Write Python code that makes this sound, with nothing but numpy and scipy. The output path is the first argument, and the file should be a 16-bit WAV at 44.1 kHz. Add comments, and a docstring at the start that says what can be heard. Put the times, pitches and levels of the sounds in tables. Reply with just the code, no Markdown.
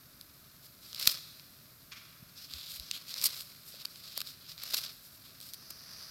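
"""First comes the low rumble of a large hall's ventilation, under a small microphone's hiss.
Close by on the stage, someone leafs through a thin-paged book. Fingers rub and lift the sheets, whose
fibres catch and slip. Three pages buckle, flip over and whisper as they flatten; creases tick and
handling makes soft bumps. There is one scuff further off, and at the end a soft, faintly whistling
hiss swells. The hall answers softly with its echo."""
import sys
import numpy as np
from scipy import signal
from scipy.fft import rfft, irfft
from scipy.io import wavfile
from scipy.ndimage import uniform_filter1d

SR = 44100
rng = np.random.default_rng(int(sys.argv[2]) if len(sys.argv) > 2 else 0)


def store_wav(level_fs):
    """Save 16-bit WAV to argv[1]."""
    pcm = np.round(np.clip(np.atleast_2d(level_fs), -1, 1) * 32767)
    wavfile.write(sys.argv[1], SR, pcm.T.astype(np.int16))


N = 269010
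TIME = np.arange(N) / SR

# Tone colours: how strong the low and high parts of each sound are.
# Each row: frequency in Hz, relative strength in dB.
VENTILATION_COLOUR = [(12, -33.5), (20, -14.5), (134, 0.5), (165, -1.5), (211, -6), (266, -6), (323, -12.5),
                      (381, -12.5), (487, -17), (643, -11.5), (1000, -32), (1300, -50), (2200, -120)]
MICROPHONE_HISS_COLOUR = [(600, -28), (900, -8.5), (1200, -1.5), (1500, -1), (1950, -8), (2400, -8),
                          (3050, -11.5), (4200, -3.5), (5200, -5.5), (6100, -8), (8000, -9.5),
                          (10100, -8.5), (11600, -1), (13900, 1.5)]
SCUFF_COLOUR = [(700, -34.5), (1300, -4), (1800, -8.5), (2300, -2), (2750, -8), (3300, -7), (5300, -6),
                (6100, -15), (6900, -13), (7800, -23.5), (15000, -40)]
SOFT_HISS_COLOUR = [(500, -15), (900, -19.5), (1250, -9), (2000, -14.5), (3200, -16), (4100, -8),
                    (4850, 1.5), (5400, -4.5), (6000, -6), (6700, -20), (7900, -24.5), (9000, -19),
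                    (11500, -17), (15000, -23)]
PAPER_COLOUR = [(200, -19.5), (420, -22), (600, -14.5), (850, -24), (1200, -9.5), (1850, -15),
                (2400, -10.5), (3100, -6), (4000, 2.5), (5100, 3), (6400, -12), (9000, -9.5),
                (10000, -13.5), (11900, -3.5), (14800, -10)]

# How loud the far scuff, the soft hiss at the end and the resting hand are as time passes.
# Each row: time in seconds, level in dB.
SCUFF_LEVELS = [(1.908, -78.5), (1.922, -42.5), (1.936, -49.5), (1.955, -62), (1.975, -47.5), (2.0, -63.5),
                (2.06, -84.5)]
SOFT_HISS_LEVELS = [(5.52, -58), (5.6, -55), (5.83, -52.5), (6.03, -47.5), (6.1, -51.5)]
RESTING_LEVELS = [(0, -67), (2.3, -65.5), (2.45, -63.5), (3.0, -57), (3.6, -61), (4.4, -61.5), (5.0, -69),
                  (5.35, -60.5), (5.6, -74)]

# Soft bumps of handling and shifting weight.
# Each row: middle in seconds, pitch in Hz, peak level in dB, fade time to either side in seconds.
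BUMPS = [(1.077, 55, -44, 0.006), (1.078, 157.4, -41, 0.00456), (2.229, 158.4, -44, 0.0045),
         (2.559, 74, -47.5, 0.016), (2.809, 59, -47, 0.0144), (3.743, 586, -49, 0.00188)]
# Fingers pushing a sheet over its neighbours. Each row: start in seconds, length in seconds,
# level in dB before the shared gain, treble in dB relative to that level, the sheet's peak in Hz.
RUBS = [(0.642, 0.0232, -60, 3.5, 4470), (0.836, 0.089, -55.5, -3, 4550), (2.374, 0.0805, -51, -6.5, 4840),
        (2.51, 0.161, -49, -7.5, 4200), (2.696, 0.069, -47.5, -0.5, 4350), (2.803, 0.122, -54, -8.5, 4860),
        (2.944, 0.0196, -43, -7, 3940), (3.09, 0.021, -44, -5, 4500), (3.355, 0.0675, -53.5, 3.5, 4420),
        (3.672, 0.039, -57.5, 5, 4680), (3.729, 0.0404, -57.5, -4, 4290), (3.802, 0.0148, -49, -8, 4400),
        (3.906, 0.1025, -59, -2, 4580), (4.034, 0.0944, -52.5, -6, 4430), (4.168, 0.0292, -45, -7.5, 4210),
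        (4.271, 0.0334, -47.5, -4, 4490), (4.416, 0.049, -59.5, -14, 4190),
        (4.493, 0.0262, -47.5, -7.5, 4560), (5.045, 0.0269, -63.5, 7, 4600), (5.124, 0.03, -63.5, 5, 4560),
        (5.257, 0.0165, -56, -4.5, 4307), (5.423, 0.0823, -55, 0.5, 4560)]
# Single creases and page edges snapping.
# Each row: start in seconds, level in dB, then treble and body in dB relative to that level.
CREASE_TICKS = [(0.2118, -44.5, -1.5, -24), (0.9299, -40.5, -10, -16.5), (0.947, -37, -6, -25.5),
                (1.0739, -18, 0.5, -15.5), (1.3969, -47, -14.5, -11.5), (2.5369, -35, -11.5, -27),
                (2.798, -38, -3.5, -38), (2.9125, -27.5, -9, -23.5), (3.141, -33.5, -9.5, -37),
                (3.2148, -34, -3.5, -34), (3.408, -41.5, 0, -20), (3.8512, -40.5, -4.5, -6),
                (3.8544, -30, -10.5, -32.5), (3.9587, -46.5, -8, -32), (4.2048, -35.5, -0.5, -14),
                (4.272, -40, -12.5, -20.5), (4.5789, -45.5, -7, -15.5), (5.403, -48, -0.5, -29),
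                (5.4125, -47.5, 1.5, -21.5), (5.5358, -41.5, 2, -28)]
# A sheet buckling or flapping. Each row: middle in seconds, length of the loud part in seconds,
# level in dB before the shared gain, then treble and body in dB relative to that level.
BUCKLES = [(0.963, 0.005, -39.5, -10.5, -24), (0.998, 0.00387, -33, -1.5, -15.5),
           (1.027, 0.0106, -33.5, -4.5, -18), (1.0546, 0.003, -35.5, -3.5, -13),
           (1.0749, 0.0034, -19.5, -0.95, -13.5), (1.097, 0.00372, -26, -9.5, -20.5),
           (1.115, 0.014, -38.5, 3.5, -23.5), (3.183, 0.0052, -35, -8.5, -28),
           (3.242, 0.0022, -26.5, 8, -14), (3.2578, 0.0072, -25.5, 3.5, -19.5),
           (3.267, 0.005, -27.5, 1.5, -22.5), (4.177, 0.00128, -28, 2.5, -10),
           (4.216, 0.001657, -30, -2.5, -10), (4.636, 0.0034, -36.5, 1.5, -9),
           (4.738, 0.00468, -30, -7.5, -12.5), (4.7443, 0.0041, -23.5, -3, -15),
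           (4.769, 0.00266, -29, -5, -21), (4.78, 0.009, -31.5, -4.5, -26), (4.838, 0.01, -39, -13, -31),
           (4.864, 0.0027, -35.5, -28.5, -25.5), (5.543, 0.00485, -44, 2, -23.5),
           (5.707, 0.00404, -44, 6, -8.5)]
# A page lifted, flipped over and laid down.
# Each row: lift, flip and landing times in seconds, level at the flip in dB.
PAGE_TURNS = [(0.959, 1.08, 1.179, -38.5), (3.116, 3.231, 3.407, -41), (4.583, 4.77, 4.912, -42)]

# The paper sounds in three bands: body (the lows), middle and treble.
BODY_EDGE_HZ, TREBLE_EDGE_HZ, TOP_HZ = 2500, 7000, 16000
PAPER_PEAK_HZ, CREASE_PEAK_HZ = 4590, 4316  # a snapping crease rings a little lower than a sliding sheet


def amp(db):
    """Turn decibels into a number to multiply by."""
    return 10 ** (np.asarray(db) / 20)


def unit(x):
    """Scale a signal so that its average strength (rms) is 1."""
    return x / np.sqrt(np.mean(x ** 2))


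def response(colour, lo_hz=1, hi_hz=SR, size=2048):
    """How something with this tone colour rings after one click, fading outside lo_hz to hi_hz."""
    freqs = np.maximum(np.arange(size // 2 + 1) * SR / size, 1)
    hz, db = np.transpose(colour)
    gain = amp(np.interp(np.log(freqs), np.log(hz), db))
    gain /= np.sqrt((1 + (lo_hz / freqs) ** 10) * (1 + (freqs / hi_hz) ** 20))
    # Keep the colour, but put all the ringing just after the click (minimum phase).
    cepstrum = irfft(np.log(gain + 1e-4))
    cepstrum[1:size // 2] *= 2
    cepstrum[size // 2 + 1:] = 0
    ringing = irfft(np.exp(rfft(cepstrum)))
    return ringing / np.sqrt(np.sum(ringing ** 2))


def ring(x, ringing):
    """Let every sample of a sound set off the given ringing."""
    return signal.oaconvolve(x, ringing)[:len(x)]


def add(track, start, sound):
    """Mix a short sound into a track; start is in seconds."""
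    i = int(start * SR)
    track[i:i + len(sound)] += sound[:N - i]


def wander(rate):
    """A smooth random wobble that heads for a new value `rate` times a second."""
    hold = int(SR / rate)
    steps = np.repeat(rng.standard_normal(N // hold + 1), hold)
    return unit(uniform_filter1d(uniform_filter1d(steps, hold), hold)[:N])


def friction(rate, spread_db, cluster_db):
    """About `rate` tiny clicks a second, uneven and in clusters, like fibres catching and letting go."""
    slips = (rng.random(N) < rate / SR) * rng.standard_normal(N)
    sizes = amp(spread_db * np.minimum(rng.exponential(size=N), 4))
    return unit(slips * sizes * amp(cluster_db * wander(260)))


def contact(start, end, grip_s=0.0142, release_s=0.01515):
    """Paper takes hold quickly, drags evenly and lets go a little more slowly."""
    return np.exp(-np.maximum(start - TIME, 0) / grip_s - np.maximum(TIME - end, 0) / release_s)


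def paper_bands(peak_hz):
    """How paper rings in its middle, treble and body; a longer free stretch has a lower middle peak."""
    shifted = [(hz * peak_hz / PAPER_PEAK_HZ, db) for hz, db in PAPER_COLOUR]
    middle = response(shifted, BODY_EDGE_HZ, TREBLE_EDGE_HZ)
    treble = response(PAPER_COLOUR, TREBLE_EDGE_HZ, TOP_HZ)
    body = response(PAPER_COLOUR, 188, BODY_EDGE_HZ)
    return middle, treble, body


def drag_paper(slips, bands, treble_db, body_db):
    """A stream of slips makes the paper's three bands ring."""
    return sum(ring(slips * amp(db), band) for band, db in zip(bands, (0, treble_db, body_db)))


def snap_paper(push, length, bands, db, treble_db, body_db):
    """One short push rings the three bands; each level is an average over `length` seconds."""
    push = np.pad(push, (0, 512))  # room to ring out
    out = 0
    for band, band_db in zip(bands, (0, treble_db, body_db)):
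        sound = ring(push, band)
        out += amp(db + band_db) * sound * np.sqrt(length * SR / np.sum(sound ** 2))
    return out


def ventilation(level_db=-64, wobble_db=0.157):
    """The hall's ventilation rumbles, a little unevenly."""
    rumble = ring(rng.standard_normal(N), response(VENTILATION_COLOUR, hi_hz=1090, size=8192))
    return rumble * amp(level_db + wobble_db * wander(3.517))


def microphone_hiss(level_db=-59.5):
    """The microphone adds a steady hiss of its own."""
    tone = response(MICROPHONE_HISS_COLOUR, lo_hz=524, hi_hz=13970)
    return amp(level_db) * ring(rng.standard_normal(N), tone)


def hall_echo(x, fade_s=1.22, treble_fade_s=1.0, treble_db=-5, first_wall_s=0.0108, build_s=0.0079):
    """A wash of echoes builds up after the first wall; the air soaks up the treble sooner."""
    t = np.arange(2 * SR) / SR
    split_hz = 6200
    low = signal.sosfilt(signal.butter(4, split_hz, fs=SR, output="sos"), rng.standard_normal(len(t)))
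    high_pass = signal.butter(4, split_hz, "high", fs=SR, output="sos")
    high = signal.sosfilt(high_pass, rng.standard_normal(len(t)))
    tail = low * amp(-60 * t / fade_s) + high * amp(treble_db - 60 * t / treble_fade_s)
    tail *= 1 - np.exp(-np.maximum(t - first_wall_s, 0) / build_s)
    return ring(x, tail / np.sqrt(np.sum(tail ** 2)))


def swish(levels, colour):
    """Tiny clicks, so dense that they sound like smooth noise, swell and fade in the given colour."""
    times, db = np.transpose(levels)
    sounding = (TIME >= times[0]) & (TIME <= times[-1] + 0.03)
    loudness = amp(np.interp(TIME, times, db)) * sounding
    grains = friction(rate=20000, spread_db=4, cluster_db=0.84)
    return ring(grains * loudness, response(colour, lo_hz=396))


def handling_bumps():
    """Handling and shifting weight make padded knocks, only a few vibrations long."""
    out = np.zeros(N)
    for centre, hz, db, fade_s in BUMPS:
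        t = np.arange(-2 * fade_s, 2 * fade_s, 1 / SR)
        swell = np.exp(-(t / fade_s) ** 2)
        add(out, centre - 2 * fade_s, amp(db) * swell * np.sin(2 * np.pi * hz * t))
    return out


def resting_hand(bands):
    """Fingers lying on the paper are never quite still, so they rustle faintly."""
    times, db = np.transpose(RESTING_LEVELS)
    force = amp(np.interp(TIME, times, db))
    slips = friction(rate=9000, spread_db=1.44, cluster_db=2.6)
    return drag_paper(force * slips, bands, treble_db=-6, body_db=-9)


def rubbing_sheets(bands, gain_db=0.0946, body_db=-16.5):
    """Fingers drag sheets over each other in short strokes; a sharp edge adds treble."""
    _, treble_band, body_band = bands
    slips = friction(rate=11000, spread_db=-0.72, cluster_db=1.5)
    middle, treble_force, body_force = np.zeros((3, N))
    for start, length, db, treble_db, peak_hz in RUBS:
        force = amp(gain_db + db) * contact(start, start + length)
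        middle += ring(slips * force, paper_bands(peak_hz)[0])
        treble_force = np.maximum(treble_force, amp(treble_db) * force)
        body_force = np.maximum(body_force, amp(body_db) * force)
    return middle + ring(slips * treble_force, treble_band) + ring(slips * body_force, body_band)


def settling_pages(bands, level_db=-70, fade_s=0.358):
    """Each page that has landed flattens with a fading, finely crackling whisper."""
    force = np.zeros(N)
    for _, _, landing, _ in PAGE_TURNS:
        force += amp(level_db) * (TIME > landing) * np.exp(-np.abs(TIME - landing) / fade_s)
    slips = friction(rate=9000, spread_db=3.5, cluster_db=-0.3)
    return drag_paper(force * slips, bands, treble_db=10, body_db=-6)


def ticking_creases(bands, length_s=0.002774, fade_s=0.00061, crackle=0.42):
    """A crease snaps in one step and the paper around it crackles for a moment."""
    out = np.zeros(N)
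    t = np.arange(400) / SR
    for start, *levels in CREASE_TICKS:
        push = crackle * rng.standard_normal(len(t)) * np.exp(-t / fade_s)
        push[0] = 1  # the snap itself
        add(out, start, snap_paper(push, length_s, bands, *levels))
    return out


def buckling_pages(bands, gain_db=-1.5, spread_db=2.0, width=0.673):
    """A rush of tiny creases swells and dies away as the sheet pops through."""
    out = np.zeros(N)
    for centre, length, *levels in BUCKLES:
        t = np.arange(-2 * length, 2 * length, 1 / SR)
        creases, sizes = rng.standard_normal((2, len(t)))
        swell = np.exp(-np.abs(t / (width * length)) ** 0.85)
        push = creases * amp(spread_db * sizes) * swell
        add(out, centre - 2 * length, snap_paper(push, length, bands, *levels))
    return amp(gain_db) * out


def turning_pages(bands, swell_db=10, fade_db=9, dull_db=9):
    """A page crinkles louder and brighter as it bends towards the flip, then calms until it lands."""
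    force, slack = np.zeros((2, N))
    for lift, flip, landing, db in PAGE_TURNS:
        moments = (lift, flip, landing)
        held = contact(lift, landing)
        force += held * amp(db - np.interp(TIME, moments, (swell_db, 0, fade_db)))
        slack += held * np.interp(TIME, moments, (1, 0, 1))
    crinkles = force * friction(rate=4600, spread_db=3.0, cluster_db=2.0)
    return drag_paper(crinkles, bands, treble_db=-0.5 - dull_db * slack, body_db=-11.5)


def scene(near_echo_db=-21, scuff_echo_db=-6):
    """Near sounds have little echo, the far scuff much more; one microphone feeds both channels."""
    bands = paper_bands(PAPER_PEAK_HZ)
    book = turning_pages(bands) + settling_pages(bands) + buckling_pages(bands)
    book += ticking_creases(paper_bands(CREASE_PEAK_HZ))
    book += resting_hand(bands) + rubbing_sheets(bands) + handling_bumps()
    near = book + swish(SOFT_HISS_LEVELS, SOFT_HISS_COLOUR)
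    scuff = swish(SCUFF_LEVELS, SCUFF_COLOUR)
    echo = hall_echo(amp(near_echo_db) * near + amp(scuff_echo_db) * scuff)
    mono = near + scuff + echo + ventilation() + microphone_hiss()
    return np.array([mono, mono])


def record(dry, soften_hz=16500):
    """The microphone softens the very highest treble, then a steep filter cuts above TOP_HZ."""
    softened = signal.sosfilt(signal.butter(2, soften_hz, fs=SR, output="sos"), dry)
    return signal.sosfilt(signal.ellip(8, 0.2, 70, TOP_HZ, fs=SR, output="sos"), softened)


dry = scene()
out = record(dry)
store_wav(out)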